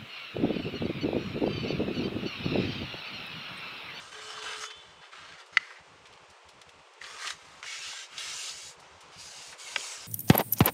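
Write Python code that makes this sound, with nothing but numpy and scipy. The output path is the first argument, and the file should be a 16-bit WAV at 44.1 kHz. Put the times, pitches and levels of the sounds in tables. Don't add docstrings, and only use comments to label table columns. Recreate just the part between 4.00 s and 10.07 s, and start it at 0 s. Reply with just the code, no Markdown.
import sys
import numpy as np
from scipy import signal
from scipy.fft import rfft, irfft
from scipy.io import wavfile
from scipy.ndimage import uniform_filter1d

SR = 44100
rng = np.random.default_rng(int(sys.argv[2]) if len(sys.argv) > 2 else 0)


def wav_record(signal):
    frames = np.transpose(np.atleast_2d(signal))
    bounded = np.clip(frames, -1, 1)
    quanta = np.round(bounded * 32767).astype(np.int16)
    wavfile.write(sys.argv[1], SR, quanta)


N = 267687
TIME = np.arange(N) / SR

# (frequency [Hz], relative level per Hz [dB])
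LIFT_TONE = [(180, -60), (300, -12), (392, -18), (428, -9), (558, -12), (1190, -4), (2180, -6.5),
             (2970, -3.5), (3250, -6.5), (3550, -6), (6420, -12.5), (9290, -18), (10300, -32), (13400, -64),
             (22000, -120)]
FLICK_TONE = [(300, -23), (600, -9), (1250, -2.5), (2000, 0.5), (3000, -4), (4300, -4.5), (5200, -1),
              (6400, -2.5), (8000, -9), (10300, -16)]
SETTLE_TONE = [(300, -12), (800, -10), (1250, -0.5), (1500, -1.5), (2000, 3), (2450, 0.5), (3000, 1.5),
               (4500, -3), (6000, -10.5), (8000, -11), (10300, -26.5)]
RELAX_TONE = [(300, -41), (900, -14), (1350, -13), (1700, -7), (2050, -5), (2500, -9), (3100, -11.5),
              (5000, -15.5), (10300, -33.5)]
WITHDRAW_TONE = [(180, -59), (300, -23), (489, -9.5), (751, -12.5), (1170, -4.5), (1440, -8), (1940, -0.5),
                 (2530, -6.5), (2890, -3.5), (3350, -5.5), (7440, -10.5), (9710, -18), (10300, -26),
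                 (13400, -59), (22000, -120)]
SHIFT_TONE = [(300, -2), (600, -4), (950, 3), (1400, -9), (2300, -7), (3300, -8), (6000, -12), (8500, -21),
              (10300, -31)]
# (frequency [Hz], relative level per Hz [dB])
PRESS_TONE = [(300, -41), (700, -23), (1050, -22), (1300, -6.5), (1900, -5), (2800, -2), (4000, -5),
              (6300, -3), (8000, -8), (10300, -18.5)]
RIGHTWARD_TONE = [(300, -20), (700, -9.5), (1050, -11), (1300, -5.5), (2000, -4.5), (3000, -1),
                  (4000, -3.5), (6500, -1.5), (8000, -5), (10300, -12.5)]
REACH_TONE = [(300, -21), (700, 0.5), (1300, -8), (2000, -3.5), (2900, -0.5), (3500, -4), (4600, -2),
              (6500, -4), (8000, -5.5), (10300, -12.5)]
LEFTWARD_TONE = [(300, -18), (430, -4.5), (850, -2.5), (1350, -4.5), (2000, -4), (3000, 0.3), (3700, -3.5),
                 (5000, -2), (6700, 1), (8200, -1), (10300, -8.5)]

LOW_CUT_HZ = 319
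SNAP_S = 1.5706


def amp(db):
    return 10 ** (np.asarray(db) / 20)


def unit(x):
    return x / np.sqrt(np.mean(x ** 2) + 1e-20)


def read(points, hz):
    f, db = np.transpose(points)
    return np.interp(np.log(hz + 1), np.log(f + 1), db)


def colour(x, points):
    hz = np.fft.rfftfreq(len(x), 1 / SR)
    return irfft(rfft(x) * amp(read(points, hz)), len(x))


def wander(rate_hz, size=N):
    slow = np.exp(-(np.fft.rfftfreq(size, 1 / SR) / rate_hz) ** 2)
    return unit(irfft(rfft(rng.standard_normal(size)) * slow, size))


def add(mix, s, sound):
    part = mix[round(s * SR):][:len(sound)]
    part += sound[:len(part)]


def low_cut(hz):
    return 1 / np.sqrt(1 + (LOW_CUT_HZ / (hz + 1)) ** 20)


def stroke(start, end, attack, level_db, swell_db, brightness, release=0.0094):
    darken_per_s = -4
    edge_dulling = 0.08
    s = np.linspace(start - 8 * attack, end + 8 * release, 200)
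    onset = 1 + np.exp((start - s) / attack)
    lifting = 1 + np.exp((s - end) / release)
    edges_db = -10 * np.log10(onset * lifting)
    from_middle = np.clip(s, start, end) - (start + end) / 2
    force_db = level_db + swell_db * from_middle / (end - start) + edges_db
    return np.transpose([s, force_db, brightness + darken_per_s * from_middle + edge_dulling * edges_db])


def rub(motion, tone, resonances, grain_db, flutter_db, patchy_db, slips_per_s, free_hz=None):
    wander_octaves = 0.014
    rise_octaves_per_s = 0.11
    tilt = 0.39
    s, force_db, brightness = np.transpose(motion)
    span = slice(max(int(s[0] * SR), 0), int(s[-1] * SR))
    t = TIME[span]
    sizes = amp(grain_db * np.minimum(rng.exponential(1, SR), 4)) * rng.choice([-1, 1], SR)
    large_slips = unit(sizes * (rng.random(SR) < slips_per_s / SR))
    slips = large_slips + rng.standard_normal(SR)
    hz, frames, z = signal.stft(slips[:len(t)], SR, nperseg=1024)

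    shift = wander_octaves * np.interp(frames, TIME[:SR], wander(11, size=SR))
    climb = 2 ** (rise_octaves_per_s * (frames - frames.mean()) + shift)
    body_db = read(tone, hz)[:, None]
    for f, width, db in resonances:
        body_db = body_db + db / (1 + (2 * (hz[:, None] - f * climb) / width) ** 2)
    patches = uniform_filter1d(rng.standard_normal((len(hz), SR // 512)), size=3, axis=0)
    patches = unit(uniform_filter1d(patches, size=12, axis=1))
    octaves = np.log2(np.clip(hz, 1000, 8000) / 3000)[:, None]
    tilt_db = tilt * octaves * np.interp(t[0] + frames, s, brightness)
    free_db = free_paper_db(hz, frames, free_hz) if free_hz else 0

    gain_db = body_db + tilt_db + free_db + patchy_db * patches[:, :len(frames)]
    gain = amp(gain_db) * low_cut(hz)[:, None]
    even_gain = gain / np.linalg.norm(gain, axis=0)
    hiss = unit(signal.istft(z * even_gain, SR)[1][:len(t)])
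    flutter = flutter_db * wander(53, size=SR)[:len(t)]
    out = np.zeros(N)
    out[span] = hiss * amp(np.interp(t, s, force_db) + flutter)
    return out


def catching(x, below_hz=3000, catch_hz=150, catch_db=0.9):
    low_pass = signal.butter(2, below_hz, fs=SR, output="sos")
    body = signal.sosfiltfilt(low_pass, x + 1e-12)
    surges = unit(amp(catch_db * wander(catch_hz)))
    return x + body * (surges - 1)


def brushes():
    # (frequency [Hz], width [Hz], lift [dB])
    loose_sheet = [(1250, 154, 8), (1598, 80, 8.5), (1970, 240, 1.5), (2700, 150, 0.5), (3680, 200, 1),
                   (5220, 260, 2), (6330, 290, 3.5)]
    # (start [s], end [s], level [dB], swell from start to end [dB],
    # brightness [0.39 dB per octave], colour)
    brush_moves = [(-0.02, 0.124, -49, -3.5, 1.5, LIFT_TONE), (0.122, 0.21, -45, 2, -3.5, LIFT_TONE),
                   (0.212, 0.275, -43.5, 3, 3, LIFT_TONE), (0.286, 0.335, -42, 2.5, -2, LIFT_TONE),
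                   (0.336, 0.365, -47, 7, 0, LIFT_TONE), (0.371, 0.405, -41.5, 3, -5, LIFT_TONE),
                   (0.423, 0.56, -39, 2.5, -1.5, LIFT_TONE), (0.563, 0.601, -41, 2, 4, LIFT_TONE),
                   (0.608, 0.649, -38, 2.5, 1.5, FLICK_TONE), (0.683, 0.93, -57, -4, 2, SETTLE_TONE),
                   (1.014, 1.07, -53.5, 0, -5, SETTLE_TONE), (1.123, 1.362, -49.5, -0.5, -4, SETTLE_TONE),
                   (1.382, 1.407, -47.5, 5, 0.5, SETTLE_TONE), (1.53, 1.74, -52, -2, 3.5, RELAX_TONE),
                   (1.758, 1.795, -53, -2, -4, RELAX_TONE), (3.015, 3.195, -46, 2.5, -2.5, WITHDRAW_TONE),
                   (3.189, 3.288, -39, 8.5, 1.5, WITHDRAW_TONE), (3.293, 3.311, -38, 1, 4, WITHDRAW_TONE),
                   (3.319, 3.61, -56, 1, 0, WITHDRAW_TONE), (4.78, 5.163, -57.5, -1.5, 0.5, SHIFT_TONE)]
    out = np.zeros(N)
    for start, end, level_db, swell_db, brightness, tone in brush_moves:
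        motion = stroke(start, end, 0.0025, level_db, swell_db, brightness)
        rubbed = rub(motion, tone, loose_sheet, grain_db=1.7, flutter_db=0.5, patchy_db=2.8, slips_per_s=2600)
        out += catching(rubbed)
    return out


def background(air_db=-56, air_waver_db=.5, rumble_db=-65.0, dip_db=-26, lull_db=-43):
    # (frequency [Hz], relative level per Hz [dB])
    air_tone = [(300, -16), (370, -5.5), (480, -3), (720, -6), (870, -2.5), (1150, -2.5), (1600, -8.5),
                (2800, -8.5), (3700, -14), (5400, -17.5), (7500, -22), (9300, -27), (10300, -47)]
    # (frequency [Hz], relative level per Hz [dB])
    rumble_tone = [(20, -19), (50, -7.5), (80, 3.5), (120, -2), (165, 3), (230, -9.5), (300, -1),
                   (380, -43)]
    # (middle [s], length [s])
    lulls = [(0.675, 0.11), (1.08, 0.1), (1.46, 0.11), (1.71, 0.15), (2.388, 0.11), (2.917, 0.17),
             (3.245, 0.14), (3.725, 0.1), (4.008, 0.18), (4.45, 0.065), (5.612, 0.062), (5.891, 0.15)]
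    dip_gap_s, dip_s = 0.15, 0.033
    hiss = irfft(rfft(rng.standard_normal(N)) * low_cut(np.fft.rfftfreq(N, 1 / SR)), N)
    air = amp(air_db + air_waver_db * wander(26)) * unit(colour(hiss, air_tone))
    lull = sum(np.exp(-np.minimum(abs(2 * (TIME - s) / length), 2) ** 6) for s, length in lulls)
    gaps, depths = rng.uniform(0.5, 1.5, (2, 64))
    dips = np.zeros(N)
    for s, depth in zip(np.cumsum(gaps) * dip_gap_s, depths):
        dips += depth * np.exp(-np.minimum((2 * (TIME - s) / dip_s) ** 2, 20))
    rumble = unit(colour(rng.standard_normal(N), rumble_tone))
    return air + amp(rumble_db + np.minimum(lull_db * lull, dip_db * dips)) * rumble


def horn(rise=0.06, release=0.059, linger=0.15, linger_db=-7, waver_db=3.0, root_waver_db=2.0, root_sink_db_per_s=-2.5):
    # (start [s], end [s], pitch [Hz], pitch unsteadiness [share],
    # fundamental's first level [dB], blare level [dB])
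    notes = [(0.115, 0.68, 430.3, 0.0005, -55.5, -58.2), (0.22, 0.78, 440.2, 0.002, -78, -57.8)]
    # (harmonic number, level against the blare [dB], build-up [s])
    blare_harmonics = [(7, 2.3, 0.066), (8, 2.8, 0.15)]
    sag_share, sag_s = 0.015, 0.09
    echo_s, echo_db = 0.36, -14
    root, blare = np.zeros((2, N))
    for start, end, hz, drift, root_db, blare_db in notes:
        age, since = np.maximum(TIME - start, 0), np.maximum(TIME - end, 0)
        sag = sag_share * (1 - np.exp(-(since / sag_s) ** 2))
        turns = np.cumsum(hz * (1 + drift * wander(25) - sag)) / SR
        held = np.exp(-since / release)
        level = amp(root_db + root_sink_db_per_s * age + root_waver_db * wander(10))
        root += level * np.minimum(age / rise, 1) * held * np.sqrt(2) * np.sin(2 * np.pi * turns)
        lingering = np.maximum(held, amp(linger_db) * np.exp(-since / linger))
        for k, db, build_up in blare_harmonics:
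            level = amp(blare_db + db + waver_db * wander(22)) * (1 - np.exp(-(age / build_up) ** 2))
            blare += level * lingering * np.sqrt(2) * np.sin(2 * np.pi * k * turns)
    out = root + blare
    add(out, echo_s, amp(echo_db) * blare)
    return out


def cluster(centre_hz, octaves, rise, decay):
    t, hz = TIME[:16384], np.fft.rfftfreq(16384, 1 / SR)
    band = np.exp(-(np.log2((hz + 1) / centre_hz) / octaves) ** 2)
    envelope = (1 - np.exp(-t / rise)) * np.exp(-t / decay)
    burst = envelope * irfft(band * np.exp(2j * np.pi * rng.random(len(hz))))
    return burst * np.linalg.norm(envelope) / np.linalg.norm(burst)


def ticks(level_db=-8, tick_rise=0.00053, scuff_rise=0.0027, edge_db=-15):
    # (time [s], level before the common level_db [dB], centre [Hz], width [octaves], decay [s])
    tick_hits = [(0.378, -30, 1250, 0.3, 0.008), (0.463, -25.5, 1460, 0.39, 0.0051),
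                 (0.531, -27, 2600, 1.1, 0.003), (0.620, -34, 3000, 1.1, 0.002),
                 (0.637, -22, 1710, 1.1, 0.0053), (1.131, -38, 1300, 0.3, 0.016),
                 (1.234, -37, 1610, 0.8, 0.0037), (1.323, -36, 1900, 1.44, 0.0046),
                 (1.705, -33.5, 1460, 0.87, 0.0098), (2.070, -40, 2400, 1.4, 0.004),
                 (2.137, -38, 2300, 1.1, 0.0025), (2.175, -41, 2200, 0.87, 0.003),
                 (2.615, -34.5, 2850, 1.35, 0.0054), (2.6925, -34.5, 2650, 1.24, 0.0025),
                 (2.936, -45.5, 6000, 0.7, 0.003), (3.015, -24.5, 1910, 0.27, 0.0037),
                 (3.039, -30, 2140, 1.1, 0.013), (3.221, -28, 1460, 0.57, 0.0033),
                 (3.2465, -24, 1350, 0.63, 0.0031), (3.258, -23, 1900, 1.2, 0.0021),
                 (3.272, -20, 2700, 1.2, 0.0052), (3.279, -19.5, 2390, 1.35, 0.0037),
                 (3.2865, -26, 2300, 0.99, 0.0012), (3.3044, -18.5, 2150, 1.48, 0.0038),
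                 (3.6287, -12, 1850, 0.62, 0.00077), (3.642, -31, 1310, 0.36, 0.0034),
                 (3.664, -22, 2010, 0.46, 0.0013), (3.930, -34.5, 905, 0.66, 0.0082),
                 (4.18, -19, 3640, 0.76, 0.004), (4.493, -27, 4600, 0.6, 0.007),
                 (5.809, -23.5, 2900, 0.5, 0.0018)]
    # (time [s], level before the common level_db [dB], centre [Hz])
    scuffs = [(0.702, -29.5, 2070), (1.028, -41, 1500), (1.46, -46.5, 4000), (2.053, -39.5, 2200),
              (2.125, -43.5, 2900), (2.298, -44.5, 3750), (2.486, -40.5, 3600), (2.619, -50, 3000),
              (2.688, -49, 4000), (3.631, -33, 1400), (4.797, -43.5, 4480), (5.005, -39.5, 4000),
              (5.524, -31.5, 1850)]
    out = np.zeros(N)
    for s, db, centre_hz, octaves, decay in tick_hits:
        add(out, s, amp(db + level_db) * cluster(centre_hz, octaves, tick_rise, decay))
        edge = cluster(centre_hz=5000, octaves=0.63, rise=tick_rise, decay=0.0013)
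        add(out, s, amp(db + level_db + edge_db) * edge)
    for s, db, centre_hz in scuffs:
        add(out, s, amp(db + level_db) * cluster(centre_hz, octaves=1.27, rise=scuff_rise, decay=0.014))
    return out


def room(x, wet_db, t60=0.78, treble_t60=0.88, delay=0.0023):
    hz, t, z = signal.stft(rng.standard_normal(SR // 2), SR, nperseg=256)
    decay = read([(2000, t60), (8000, treble_t60)], hz)[:, None]
    tail = signal.istft(z * amp(-60 * t / decay), SR)[1]
    tail[:int(delay * SR)] = 0
    return amp(wet_db) * signal.fftconvolve(x, tail / np.linalg.norm(tail))[:N]


def buckle(s, modes, level_db, rise, stop_after, crack_db, crack_decay=0.0024, flip_time=0.0035, after_db=0):
    # (frequency [Hz], relative level per Hz [dB])
    crack_tone = [(300, -46), (700, -30), (1300, 4), (3200, 7), (6500, -0.5), (10000, -24)]
    t = TIME[:SR // 20]
    ring = sum(amp(db - 60 * t / t60) * np.sin(2 * np.pi * hz * t) for hz, db, t60 in modes)
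    crack = unit(colour(rng.standard_normal(len(t)), crack_tone)) * np.exp(-t / crack_decay)
    after = amp(after_db)
    flip = after + (1 - after) / (1 + (t / flip_time) ** 8)
    onset = 1 - np.exp(-(t / rise) ** 2)
    stop = 1 / (1 + (t / stop_after) ** 8)
    sound = (ring + amp(crack_db) * crack) * flip * onset * stop
    out = np.zeros(N)
    add(out, s, amp(level_db) * sound / abs(sound).max())
    high_pass = signal.butter(4, LOW_CUT_HZ, "high", fs=SR, output="sos")
    return signal.sosfilt(high_pass, out)


def snap():
    # (frequency [Hz], relative level [dB], t60 before the stop [s])
    sheet_modes = [(723, -31.5, 0.048), (1337, -12, 0.049), (1860, -13, 0.036), (2020, 3, 0.024),
                   (2138, -7.5, 0.027), (2280, -9, 0.021), (2896, -7.5, 0.022), (3240, -18, 0.025),
                   (3830, -16, 0.026), (4520, -8.5, 0.014), (4070, -26, 0.025), (5340, -32, 0.03),
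                   (6230, -38, 0.025), (8050, -29, 0.013)]
    return buckle(SNAP_S, sheet_modes, level_db=-3.1, rise=0.00099, stop_after=0.011,
                  crack_db=-18.0, crack_decay=0.0051, flip_time=0.0035, after_db=-5)


def after_ring(rattle_db=2.5, rattle_hz=130):
    # (centre [Hz], level [dB], width [octaves], decay [s])
    shiver = [(1400, -56, 0.06, 0.05), (1870, -54, 0.04, 0.055), (2026, -45, 0.039, 0.049),
              (2170, -50.5, 0.14, 0.065)]
    out = np.zeros(N)
    for centre_hz, level_db, octaves, decay in shiver:
        add(out, SNAP_S, amp(level_db) * cluster(centre_hz, octaves, rise=0.005, decay=decay))
    return out * unit(amp(rattle_db * wander(rattle_hz)))


def free_paper_db(hz, since, first_hz, lift_db=4.5, octaves=0.86, climb_octaves_per_s=2.3):
    away = np.log2((hz[:, None] + 1) / first_hz) - climb_octaves_per_s * since
    return lift_db * np.exp(-(away / octaves) ** 2)


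def pushes():
    # (frequency [Hz], width [Hz], lift [dB])
    flat_sheet = [(1300, 93, 6.8), (1577, 96, 6.8), (2210, 41, 8.6), (2840, 240, 2.9), (3790, 130, 5.1),
                  (4420, 360, 2.2), (4950, 330, 3), (5670, 150, 1.5), (6800, 510, 1.5)]
    # (start [s], end [s], attack [s], level [dB], swell over the stroke [dB],
    # brightness [0.39 dB per octave], free paper's first pitch [Hz], contact colour)
    push_moves = [(3.629, 3.65, 0.001, -45.5, 0, -7, 1400, PRESS_TONE),
                  (3.656, 3.764, 0.0049, -39, 5, -1.5, 2100, PRESS_TONE),
                  (3.771, 3.814, 0.0048, -42.5, 4, 3, 2400, PRESS_TONE),
                  (3.821, 3.907, 0.005, -39, 1.5, -1, 3080, PRESS_TONE),
                  (3.914, 4.043, 0.0049, -41.5, -1, 1.5, 2340, PRESS_TONE),
                  (4.105, 4.19, 0.011, -47, 8.5, -8, 2000, RIGHTWARD_TONE),
                  (4.184, 4.332, 0.004, -38, 1.5, 0, 2720, RIGHTWARD_TONE),
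                  (4.336, 4.51, 0.0069, -38, 0, 2.5, 4030, RIGHTWARD_TONE),
                  (4.51, 4.711, 0.0051, -44.5, -1.5, 0.5, 4850, RIGHTWARD_TONE),
                  (5.127, 5.185, 0.0059, -52, 0, -5, 3000, REACH_TONE),
                  (5.188, 5.353, 0.0042, -46.5, -1.5, 1, 5000, REACH_TONE),
                  (5.359, 5.528, 0.0079, -46, -2.5, 0, 5000, REACH_TONE),
                  (5.594, 5.67, 0.0049, -44, -1, -0.5, 4020, LEFTWARD_TONE),
                  (5.668, 5.772, 0.0051, -42, -0.5, -2, 2700, LEFTWARD_TONE),
                  (5.773, 5.948, 0.0051, -39.5, 0, -1.5, 3780, LEFTWARD_TONE),
                  (5.944, 6.08, 0.004, -45, -2, -2.5, 2920, LEFTWARD_TONE)]
    out = np.zeros(N)
    for *push, free_hz, tone in push_moves:
        out += rub(stroke(*push), tone, flat_sheet, grain_db=2.1, flutter_db=0.3, patchy_db=3.0,
                   slips_per_s=6000, free_hz=free_hz)
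    return out


def low_bursts(octaves=0.72, rise=0.006, decay=0.023):
    # (time [s], level [dB], centre [Hz])
    bursts = [(5.161, -49.5, 104), (5.545, -50.5, 520), (5.762, -52, 290)]
    out = np.zeros(N)
    for s, db, centre_hz in bursts:
        add(out, s, amp(db) * cluster(centre_hz, octaves, rise, decay))
    return out


def corner_pop():
    # (frequency [Hz], relative level [dB], t60 before the stop [s])
    corner_modes = [(564, -16, 0.049), (930, -9.5, 0.024), (1253, -11.5, 0.037), (1556, -7, 0.038),
                    (2035, -3.5, 0.025), (2290, -1, 0.024), (2810, 3, 0.015), (3250, 0.5, 0.016),
                    (5070, -9.5, 0.02), (6600, -14, .009)]
    return buckle(5.7601, corner_modes, level_db=-12.0, rise=0.00059, stop_after=0.018, crack_db=-7.0)


def scene():
    clicks = ticks() + snap() + corner_pop()
    rubbing = brushes() + pushes()
    near = clicks + room(clicks, wet_db=-24.5) + after_ring() + rubbing + low_bursts()
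    return (near + background() + horn())[None]


def record(dry, band_hz=10450, edge_hz=15600):
    # (frequency [Hz], gain [dB])
    mirror = [(11600, -7.5), (12300, -9), (13200, -22), (14200, -26), (15400, -43)]
    narrow = signal.oaconvolve(dry[0], signal.firwin(255, band_hz, fs=SR), "same")
    flipped = narrow * np.cos(np.pi * np.arange(N))
    mirrored = colour(flipped, mirror)
    edge = signal.firwin(511, edge_hz, window=("kaiser", 9), fs=SR)
    return signal.oaconvolve(narrow + mirrored, edge, "same")[None]


dry = scene()
out = record(dry)
wav_record(out)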